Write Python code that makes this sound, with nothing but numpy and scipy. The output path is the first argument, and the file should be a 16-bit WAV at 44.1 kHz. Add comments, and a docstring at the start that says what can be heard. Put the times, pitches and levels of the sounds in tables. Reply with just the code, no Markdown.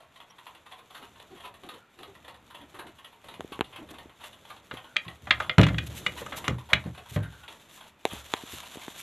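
"""Rabbits drinking in a shed

Rabbits lick and nibble at the ball valves of their bottles, about four times a second, and scrabble briefly:
noise bursts excite spout resonances. Straw hisses, crackles and swishes; scuffed boards resonate and glide.
Midway one bolts: blows excite the damped modes of the wooden frame, and feet those of the hollow floor.
Fingers tap the camera's case in short damped swings; faint whines and steady noise lie behind."""
import sys
import numpy as np
from scipy import signal
from scipy.fft import rfft, irfft
from scipy.io import wavfile
from scipy.ndimage import uniform_filter1d

SR = 44100
rng = np.random.default_rng(int(sys.argv[2]) if len(sys.argv) > 2 else 0)


def put_to_file(sound):
    """Save the sound as 16-bit audio at rate SR, in the file named by the first command-line argument."""
    columns = np.atleast_2d(sound).T  # one column per channel
    safe = np.clip(columns, -1, 1)
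    whole_steps = np.round(safe * 32767)
    wavfile.write(sys.argv[1], SR, whole_steps.astype(np.int16))


N = 397782
TIME = np.arange(N) / SR

# Event levels are relative: most sources add a trim of their own; the whines use theirs directly.
# Wet licks and nibbles at the ball valves, and a few scrabbling bursts from 5.4 to 6.7 s:
# (time [s], peak level [dB], lead of the softer first burst [s], lag of the softer last burst [s])
LICKS_AND_SCRABBLES = [(0.001, -51, .04, 0.03), (0.202, -44, 0.045, 0.1), (0.465, -41.5, 0.083, 0.081),
                       (0.708, -42.5, 0.05, 0.064), (0.945, -42.5, 0.044, 0.024),
                       (1.025, -46, 0.013, 0.016), (1.195, -47, 0.04, 0.022), (1.341, -51.5, 0.033, 0.012),
                       (1.431, -41, 0.034, .108), (1.687, -40, 0.053, 0.046), (2.03, -42, 0.042, 0.12),
                       (2.278, -42.5, 0.035, 0.063), (2.543, -42, 0.045, 0.052), (2.787, -39, 0.047, 0.08),
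                       (3.043, -44, 0.06, 0.073), (3.284, -42.5, 0.045, 0.028), (3.518, -39, 0.18, .121),
                       (3.756, -40, 0.034, 0.13), (3.984, -43, 0.049, 0.11), (4.232, -41, 0.038, 0.095),
                       (4.497, -42, .049, 0.067), (4.766, -39, 0.028, 0.073), (5.079, -42, 0.034, 0.018),
                       (5.421, -40, 0.052, .04), (6.174, -39, 0.014, .037), (6.441, -34.5, 0.075, .14),
                       (6.697, -39.5, 0.008, 0.14), (6.976, -42.5, 0.029, 0.081),
                       (7.228, -43.5, 0.061, 0.094), (7.48, -42, 0.047, 0.04), (7.805, -45, 0.035, 0.033),
                       (8.106, -39, 0.011, 0.032), (8.359, -42.5, .04, 0.11), (8.625, -43, 0.053, 0.15),
                       (8.815, -44, .04, .126)]
# Spectrum of bodies brushing on bedding and boards: (frequency [Hz], density [dB per Hz])
BRUSH_SPECTRUM = [(80, -3.5), (200, 4.5), (330, 1.5), (600, -2), (1000, -11.5), (2000, -12.5),
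                  (5000, -42.5)]
# Bass roll-off of the microphone: (frequency [Hz], gain [dB])
BASS_ROLL_OFF = [(15, -62), (40, -19.5), (55, -11), (68, 1.5)]


def laps(level_db=-1, room_db=-3, grain_db=1, rise_s=0.0056, fade_s=0.0097, variety_db=3, uneven=0.8):
    """Source and resonator: a lick sets the steel ball chattering in its spout; scrabbles share the same bursts."""
    # Spectrum of the chatter: (frequency [Hz], density [dB per Hz])
    chatter_spectrum = [(180, -48), (300, -14), (715, -1.5), (940, 1), (1680, -6.5), (1880, -3.5),
                        (2170, -7.5), (3350, -1.5), (3870, -7.5), (5250, -28.5), (8780, -25.5),
                        (11000, -21), (12700, -21), (13300, -41.5), (14000, -87.5)]
    # Ringing of the steel spouts: (frequency [Hz], width [Hz], level [dB], pitch spread between bursts [share])
    spout_modes = [(1060, 123, -13.5, 0.064), (3510, 270, -11.5, 0.086), (11170, 800, -19, 0.008)]
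    out, t = np.zeros(N), np.arange(SR // 8) / SR
    hz, db_per_hz = np.transpose(chatter_spectrum)
    for s, db in contacts():
        rise = rise_s * np.exp(uneven * rng.standard_normal())  # some bursts snap, others build up
        shape = np.minimum(t / rise, 1) * np.exp(-np.maximum(t - rise, 0) / fade_s)
        grain = np.repeat(rng.standard_normal(len(t)), 40)[:len(t)]  # steps of 40 samples
        chatter = rng.standard_normal(len(t)) * amp(grain_db * grain)
        varied = db_per_hz + variety_db * rng.standard_normal(len(hz))
        burst = unit(colour(chatter, np.c_[hz, varied]))
        for pitch, width, ring_db, spread in spout_modes:
            pitch = pitch * (1 + spread * rng.standard_normal())
            ringing = resonate(resonate(chatter, pitch, width), pitch, 2 * width)
            burst = burst + amp(ring_db) * unit(ringing)
        burst = burst * shape
        add(out, s, amp(db + level_db) * burst / peak_of(burst, size=300))
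    return out + amp(room_db) * shed(out)  # far off, so the shed rings with it


def contacts(first_db=-6, last_db=-8.5):
    """Successive impacts: a lick touches the ball, pushes it in and lets it drop back; scrabbles get three bursts too."""
    hits = []
    for s, db, lead, lag in LICKS_AND_SCRABBLES:
        hits += [(s - lead, db + first_db), (s, db), (s + lag, db + last_db)]
    return [hit for hit in hits if hit[0] >= 0]


def clacks(level_db=-3, ring_db=-4, room_db=-13, low_db=12, high_db=18, spread=0.015, rise_s=0.0012):
    """Modal excitation: a short rattling burst drives the frame's modes; each event balances wood and wire its own way."""
    # Hard knocks on the hutch frame, and two faint ticks of licking at 5.08 and 7.48 s:
    # (time [s], peak level [dB], relative low-mid [dB], relative treble [dB], rattle time [s])
    knocks_and_ticks = [(4.7112, -37, 2.5, -24, 0.0068), (4.9594, -36.5, 2, -26, 0.0044),
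                        (4.9657, -12.5, -19, -19, 0.002), (5.0802, -36.5, -24, -26, 0.003),
                        (5.27, -41, 8.5, -10, 0.012), (5.3068, -10, -11, -23.5, 0.0052),
                        (5.4008, -30.5, 7, -7, 0.0081), (5.4949, -19.5, -7.5, -30, 0.0027),
                        (5.5816, -18, 3.5, -9.5, 0.0032), (5.5933, -24, -1, -36, 0.0034),
                        (5.613, -20, -15, -7, 0.0018), (5.631, -18.5, -11, -14, 0.008),
                        (5.6656, -28, 0, -8, 0.005), (5.6843, -31.5, -2, -12, 0.0064),
                        (5.7433, -36.5, -2, -41, 0.003), (5.7826, -22.5, -12.5, -14, 0.0046),
                        (6.0635, -18, -10, -12.5, 0.0041), (6.2611, -42.5, 11.5, 3.5, 0.0078),
                        (6.3211, -36.5, 3.5, -22, 0.016), (6.4797, -20.5, -3.5, -6, 0.0026),
                        (6.7317, -9, -10, -12.5, 0.0033), (7.1602, -37, 4, -13, 0.0029),
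                        (7.4787, -39, -25, -33, 0.0023)]
    # Modes of the frame: (frequency [Hz], level [dB], t60 [s])
    frame_modes = [(512, -15, 0.15), (625, -17, 0.14), (1084, -22.5, 0.11), (1252, -12, 0.072),
                   (2115, -5, 0.058), (2397, 5.5, 0.015), (2487, -0.5, 0.019), (2873, 0.5, 0.029),
                   (3250, -14, .02), (3280, -6, 0.063)]
    # Spectrum of the crack: (frequency [Hz], density [dB per Hz])
    crack_spectrum = [(150, -50), (500, -4.5), (900, -11.5), (1300, 1), (2300, 1), (3600, 2), (4200, -6.5),
                      (5000, -28.5), (6500, -23), (8500, -34), (13000, -33.5)]
    out, t = np.zeros(N), np.arange(SR // 5) / SR
    for s, db, low, high, rattle in knocks_and_ticks:
        burst = rng.standard_normal(len(t)) * (1 - np.exp(-t / rise_s)) * np.exp(-t / rattle)
        crack = colour(burst, crack_spectrum)
        # Every mode is detuned a little from event to event.
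        frame = sum(ring([mode], t, 1 + spread * rng.standard_normal()) for mode in frame_modes)
        wood = signal.fftconvolve(burst, frame)[:len(t)]
        clack = crack / peak_of(crack) + amp(ring_db) * wood / peak_of(wood)
        balance = [(1200, low + low_db), (2350, 0.0049), (4600, 0), (6000, high + high_db)]
        add(out, s, amp(db + level_db) * colour(clack / peak_of(clack, size=200), balance))
    return colour(out + amp(room_db) * shed(out), BASS_ROLL_OFF, size=8192)


def thumps(level_db=-2, judder_db=-15, judder_s=0.024, room_db=-14, build_s=0.0032):
    """Soft impact on a plate: a padded foot excites the floor's low modes, and loose boards judder after it."""
    # Feet landing on the hollow floor:
    # (time [s], peak level [dB], contact time [s], pitch factor of the spot, ring time factor)
    landings = [(4.728, -34, 0.0084, 0.76, 0.41), (5.063, -31, 0.0023, 1.03, 0.67),
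                (5.581, 1, 0.0023, 0.94, 0.69), (5.593, -8.5, 0.002, 0.92, 0.94),
                (5.699, -16.5, 0.0048, 0.98, 1), (5.827, -31, 0.0029, 0.93, 1),
                (6.065, -36, 0.0018, 0.92, 1), (6.483, -18, 0.00096, 0.74, 0.78),
                (6.506, -22.5, 0.0072, 1.04, 1), (6.731, -19, 0.0081, 1.08, 0.75),
                (6.856, -21.5, 0.004, 1.05, 0.71), (7.113, -32.5, 0.0052, 0.72, 1),
                (7.161, -13, 0.0048, 0.89, 0.81), (8.119, -32, 0.015, 0.95, 0.93),
                (8.53, -33, 0.0033, 0.84, 0.27)]
    # Modes of the floor before these factors: (frequency [Hz], level [dB], t60 [s])
    floor_modes = [(74.1, -13.5, 0.47), (117.8, -4.5, 0.32), (163.9, 2.5, 0.17), (190.8, -8, 0.33),
                   (246, -18.5, 0.4), (306, -7.5, 0.28), (355.4, -9.5, 0.25), (453, -11, 0.15),
                   (568, -8.5, 0.17), (702, -7, 0.28)]
    out, t = np.zeros(N), np.arange(SR) / SR
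    for s, db, contact, pitch, hold in landings:
        push = t * np.exp(-4 * t / contact)
        modes = np.array(floor_modes) * [pitch, 1, hold]
        boom = signal.fftconvolve(ring(modes, t), push)[:len(t)]
        judder = unit(colour(rng.standard_normal(len(t)), BRUSH_SPECTRUM)) * np.exp(-t / judder_s)
        spreading = 1 - np.exp(-t / build_s)  # the whole floor takes a moment to move
        thump = boom / peak_of(boom, size=300) + amp(judder_db) * judder
        add(out, s, amp(db + level_db) * spreading * thump)
    return colour(out + amp(room_db) * shed(out), BASS_ROLL_OFF, size=8192)


def taps(level_db=-1, knock_db=1, click_db=5, cycles=0.42, lag_s=0.0012, click_s=0.00058,
         case_hz=1250, case_t60=0.00067, echo_db=-13):
    """Heavily damped oscillation: a tick, a brief knock and one swing of the case, reflected by the hutch fronts."""
    # Fingers on the camera's case: (time before the common lag [s], peak level [dB], pitch [Hz],
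    # relative hardness of the touch [dB], brightness of its tick [dB])
    touches = [(3.395, -33, 320, -24, -8), (3.406, -27.5, 646, -8.5, -7), (3.445, -32.5, 328, -40, 0),
               (3.519, -34, 332, -20, -12), (3.591, -27.5, 332, -8, -6), (3.6081, -18.5, 350, -3.5, -10),
               (4.056, -40.5, 298, -32, -4), (4.737, -34, 273, -18, -6), (8.052, -20, 366, 1, -3.5),
               (8.133, -34, 245, -14, 16), (8.337, -24.5, 330, 5.5, -3), (8.435, -35, 280, -30, 0),
               (8.535, -37, 275, -23, -27), (8.756, -36.5, 456, -17, 12), (8.770, -35.5, 290, -10, 2),
               (8.88, -32.5, 290, -4, -29)]
    # Spectrum of the tick: (frequency [Hz], density [dB per Hz])
    tick_spectrum = [(300, -18), (900, 2), (2200, -8), (3500, -6), (5200, -30), (7000, -10), (9000, -27),
                     (11000, -13), (14000, -47)]
    out, t = np.zeros(N), np.arange(SR // 20) / SR
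    for s, db, hz, hard, bright in touches:
        swing = np.sin(2 * np.pi * hz * t) * np.exp(-hz * t / cycles) * (1 - np.exp(-2 * hz * t))
        case = ring([(case_hz, hard + knock_db, case_t60)], t)
        scrape = 0.47 * rng.standard_normal(len(t)) * np.exp(-t / click_s)
        tick = colour((t == 0) + scrape, tick_spectrum)
        tick = colour(tick / peak_of(tick, size=44), [(4000, 0), (9000, bright)])  # nail is brighter than skin
        tap = swing / peak_of(swing) - 2 * case - amp(hard + click_db) * tick
        add(out, s + lag_s, amp(db + level_db) * tap)
    echoes = nearby(out, delay_s=0.0035, span_s=0.009)
    return colour(out + amp(echo_db) * echoes, BASS_ROLL_OFF, size=8192)


def straw(gain, level_db=4, flutter_db=2, swish_db=-7):
    """Friction noise: slow stirring of the bedding, with brighter swishes where a rabbit pushes through."""
    # Quick swishes through the straw: (time [s], peak level [dB], length [s])
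    swishes = [(3.897, -43, 0.028), (4.228, -45.5, 0.077), (5.856, -36, 0.031), (5.934, -34, 0.091),
               (6.148, -39, 0.1), (6.349, -30.5, 0.057), (7.081, -40.5, 0.046), (7.112, -37.5, 0.073),
               (7.687, -45, 0.14), (8.09, -45, 0.11), (8.463, -36, 0.15), (8.959, -35.5, 0.075)]
    # Spectra of slow stirring and of swishes: (frequency [Hz], density [dB per Hz])
    stir_spectrum = [(200, -14), (600, 12), (1100, 13.5), (2200, 10.5), (3600, 17.5), (4900, 0.5),
                     (6800, 9), (9000, 0.5), (12500, 6), (14000, -39)]
    swish_spectrum = [(500, -3), (1500, 6.5), (3600, 12), (4900, -0.5), (6800, 6), (9000, 1.5),
                      (12500, 5.5), (14000, 1)]
    flutter = unit(uniform_filter1d(rng.standard_normal(N), 1200))
    pushing = np.zeros(N)
    for s, db, length in swishes:
        add(pushing, s, amp(db + swish_db) * np.hanning(int(length * SR)))
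    stirred = stalks(stir_spectrum) * gain * amp(level_db + flutter_db * flutter)
    return stirred + stalks(swish_spectrum) * pushing


def stalks(points, crackle_db=-4, snaps_per_s=600, size_db=3, breaks_per_s=16, break_db=24, break_spread_db=3):
    """Random impulses in noise: stalks hiss and snap in tiny grains; now and then one breaks with a crisp tick."""
    sizes = amp(size_db * np.minimum(rng.exponential(1, N), 5))
    snaps = (rng.random(N) < snaps_per_s / SR) * rng.choice([-1, 1], N) * sizes
    breaks = (rng.random(N) < breaks_per_s / SR) * amp(break_db + break_spread_db * rng.standard_normal(N))
    hiss = rng.standard_normal(N)
    return unit(colour(hiss + amp(crackle_db) * unit(snaps) + breaks, points))


def stirring(attack_s=0.033, release_s=0.028, jostle_db=-26.5, jostle_s=0.085):
    """Addition of powers: bouts of straw, brushing and rumble swell, hold and die away over a resting level."""
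    # Bouts of moving about: (start [s], length [s], straw level [dB], brushing level [dB], rumble level [dB])
    bouts = [(0.917, 0.72, -70, -63.5, -66.5), (2.0, 0.98, -76, -65, -64), (3.23, 0.86, -71.5, -57, -62.5),
             (4.177, 1.5, -68, -62, -66), (5.21, 0.3, -63.5, -58, -46.5),
             (5.598, 0.33, -60.5, -53.5, -40.5), (5.874, 0.6, -57, -48.5, -51),
             (6.494, 0.95, -65.5, -69, -60.5), (7.467, .42, -62, -61, -70), (8.037, 1.1, -53.5, -60.5, -67)]
    # While the rabbits sit still: (straw level [dB], brushing level [dB], rumble level [dB])
    rest_levels = (-76.5, -67, -71.5)
    power = amp(rest_levels)[:, None] ** 2 * np.ones(N)
    for start, length, *levels in bouts:
        swell = np.clip((TIME - start) / attack_s, 0, 1)
        release = np.exp(-np.maximum(TIME - start - length, 0) / release_s)
        power = power + (amp(levels)[:, None] * swell * release) ** 2
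    for s, db, _, _ in LICKS_AND_SCRABBLES:  # each stroke or scrabble stirs the straw
        power[0] += amp(db + jostle_db) ** 2 * np.exp(-((TIME - s) / jostle_s) ** 2)
    return np.sqrt(power)


def shuffle(brush, rumble, brush_db=-2, rumble_db=-1):
    """Shaped noise under an envelope: shifting weight brushes the bedding and rumbles in the boards."""
    # Spectrum of the boards: (frequency [Hz], density [dB per Hz])
    rumble_spectrum = [(20, -28), (45, -21), (62, -5), (72, 8.5), (86, 3), (115, 3.5), (170, -5.5),
                       (300, -10.5), (800, -65)]
    brushing = unit(colour(rng.standard_normal(N), BRUSH_SPECTRUM)) * brush * amp(brush_db)
    boards = unit(colour(rng.standard_normal(N), rumble_spectrum, size=8192)) * rumble * amp(rumble_db)
    return brushing + boards


def scuffs(level_db=-5, width_hz=55, sag=0.16, upper=2.04, upper_db=-5, rub_db=-7):
    """Friction-driven resonance: fur and feet rub a board, whose two resonances sag as the weight shifts."""
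    # Bodies scuffing along the boards: (time [s], level [dB], length [s], mid-glide resonance [Hz])
    rubs = [(0.992, -47, 0.068, 400), (1.296, -44.5, 0.1, 356), (1.622, -43, 0.084, 354),
            (1.704, -45, 0.088, 482), (1.968, -48.5, 0.096, 370), (2.05, -47.5, 0.1, 400),
            (2.581, -47, 0.093, 305), (2.712, -47, 0.15, 368), (2.822, -44, 0.1, 320),
            (3.772, -39, 0.092, 310), (3.88, -43, 0.081, 332), (6.209, -32.5, 0.031, 495),
            (6.714, -31.5, 0.026, 576), (7.158, -29.5, 0.026, 537)]
    out = np.zeros(N)
    for s, db, length, hz in rubs:
        u = np.linspace(0, 1, int(length * SR))
        rub = colour(rng.standard_normal(SR)[:len(u)], BRUSH_SPECTRUM)
        glide = hz * (1 + sag * (0.5 - u))
        lower_tone = unit(resonate(rub, glide, width_hz))
        upper_tone = unit(resonate(np.gradient(rub), upper * glide, width_hz))
        scuff = unit(lower_tone + amp(upper_db) * upper_tone + amp(rub_db) * unit(rub))
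        add(out, s, amp(db + level_db) * scuff * np.sin(np.pi * u))
    return out


def whines(width_hz=110, waver=0.031, flicker_db=3):
    """Narrow-band noise: faint breathy tones that glide, waver and flicker."""
    # Thin whines that come and go: (time [s], length [s], level [dB], start [Hz], end [Hz])
    glides = [(0.296, 0.02, -59, 5850, 5800), (1.757, 0.15, -64, 1420, 1360), (4.82, 0.16, -59, 1530, 1450),
              (7.195, 0.13, -51.5, 1590, 1500), (7.292, 0.24, -56.5, 1590, 1360),
              (8.15, 0.12, -60, 1380, 1440)]
    out = np.zeros(N)
    for s, length, db, start, end in glides:
        size = int(length * SR)
        drift, flicker = uniform_filter1d(rng.standard_normal((2, SR)), 900)[:, :size]
        hz = np.linspace(start, end, size) * (1 + waver * unit(drift))
        breath = rng.standard_normal(SR)[:size]
        tone = resonate(resonate(breath, hz, width_hz), hz, 2 * width_hz)
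        tone = unit(tone * amp(flicker_db * unit(flicker)))
        add(out, s, amp(db) * tone * signal.windows.tukey(size, 0.6))
    return out


def air(level_db=-64):
    """Stationary coloured noise: the still background of the shed."""
    # Spectrum of the background: (frequency [Hz], density [dB per Hz])
    air_spectrum = [(15, -45.5), (25, 1), (147, 6), (1360, 9.5), (1600, 6.5), (2140, 4.5), (2380, 7.5),
                    (5260, -13.5), (6500, -25.5), (10700, -58), (11900, -27.5), (14000, -8)]
    return amp(level_db) * unit(colour(rng.standard_normal(N), air_spectrum, size=8192))


def shed(x):
    """Exponential reverberation: three sparse tails take turns, the treble dying first."""
    # Reverberation time of the shed: (frequency [Hz], t60 [s])
    decay_times = [(100, 0.44), (500, 0.3), (1100, 0.2), (3000, 0.15), (7000, 0.1), (13000, 0.12)]
    out = np.zeros(N)
    for k in range(3):
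        echoes = rng.choice([-1., 1.], SR // 2) * (rng.random(SR // 2) < 0.15)
        hz, t, z = signal.stft(echoes, SR, nperseg=256)
        decay = np.exp(-np.log(1000) * t / read(decay_times, hz)[:, None])
        tail = signal.istft(z * decay, SR, nperseg=256)[1]
        tail *= np.minimum(np.arange(len(tail)) / SR / 0.014, 1)  # builds up over 14 ms
        turn = np.cos(np.pi * (TIME + k / 3)) * np.sqrt(2 / 3)  # the three powers sum to 1
        out += signal.oaconvolve(x * turn, tail / np.linalg.norm(tail))[:N]
    return out


def nearby(x, delay_s, span_s):
    """Early reflections: a short cluster of dull echoes from the hutch fronts."""
    # Spectrum of the hutch fronts near the camera: (frequency [Hz], gain [dB])
    echo_spectrum = [(150, -13), (500, -1), (1000, -2), (3000, -6), (6000, -18)]
    t = np.arange(SR // 20) / SR - delay_s
    cluster = colour(rng.standard_normal(len(t)) * (t > 0) * np.exp(-abs(t) / span_s), echo_spectrum)
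    band = abs(rfft(cluster, SR)[300:1200])  # one bin per Hz
    return signal.oaconvolve(x, cluster / np.sqrt(np.mean(band ** 2)))[:N]


def ring(modes, t, pitch=1):
    """Modal superposition: damped sines after one blow."""
    return sum(amp(db) * np.exp(-np.log(1000) * t / t60) * np.sin(2 * np.pi * hz * pitch * t)
               for hz, db, t60 in modes)


def resonate(x, hz, width):
    """Heterodyne resonator: shifts the curve hz to zero, smooths with unit gain and shifts back."""
    turn = np.exp(2j * np.pi * np.cumsum(hz * np.ones(len(x))) / SR)
    r = np.exp(-np.pi * width / SR)
    return 2 * (turn * signal.lfilter([1 - r], [1, -r], x / turn)).real


def colour(x, points, size=2048):
    """Minimum-phase filtering: the log gain fixes the phase of a causal filter."""
    log_gain = np.log(amp(read(points, abs(np.fft.fftfreq(size, 1 / SR)))))
    response = np.fft.ifft(np.exp(np.conj(signal.hilbert(log_gain)))).real
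    return signal.oaconvolve(x, response[:size // 2])[:len(x)]


def read(points, hz):
    """Interpolation on a log-frequency axis."""
    f, value = np.transpose(points)
    return np.interp(np.log(hz + 1), np.log(f), value)


def amp(db):
    """Logarithmic level: decibels to amplitude gain."""
    return 10 ** (np.asarray(db) / 20)


def unit(x):
    """Power normalisation: scales to rms 1."""
    return x / np.sqrt(np.mean(x ** 2) + 1e-20)


def peak_of(x, size=88):
    """Running power average: the highest short-time rms over size samples."""
    return np.sqrt(uniform_filter1d(x ** 2, size).max())


def add(mix, s, sound):
    """Superposition: lays a sound into the mix at s seconds."""
    part = mix[max(round(s * SR), 0):][:len(sound)]
    part += sound[:len(part)]


def scene(knock_side_db=-5):
    """Mid-side stereo: independent draws of some sources form a side signal, chiefly in the treble."""
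    # Side signal against frequency: (frequency [Hz], amplitude share)
    side_share = [(3500, 0.0017), (4500, 0.05), (5500, 0.23), (7000, 0.38), (10000, 0.4), (13000, 0.13)]
    rustle, brush, rumble = stirring()
    mid = laps() + clacks() + thumps() + taps() + straw(rustle)
    mid = mid + shuffle(brush, rumble) + scuffs() + whines() + air()
    scattered = laps() + straw(rustle) + air() + amp(knock_side_db) * clacks()
    side = irfft(rfft(scattered) * read(side_share, np.fft.rfftfreq(N, 1 / SR)), N)
    return np.array([mid + side, mid - side])


def record(dry, ceiling=0.92, edge_hz=13400):
    """Saturation and band limit: the loudest peaks round off below the ceiling, then a low-pass follows."""
    held = dry / (1 + (dry / ceiling) ** 6) ** (1 / 6)
    low_pass = signal.firwin(255, edge_hz, window=("kaiser", 8), fs=SR)
    return signal.oaconvolve(held, low_pass[None], "same")


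dry = scene()
out = record(dry)
put_to_file(out)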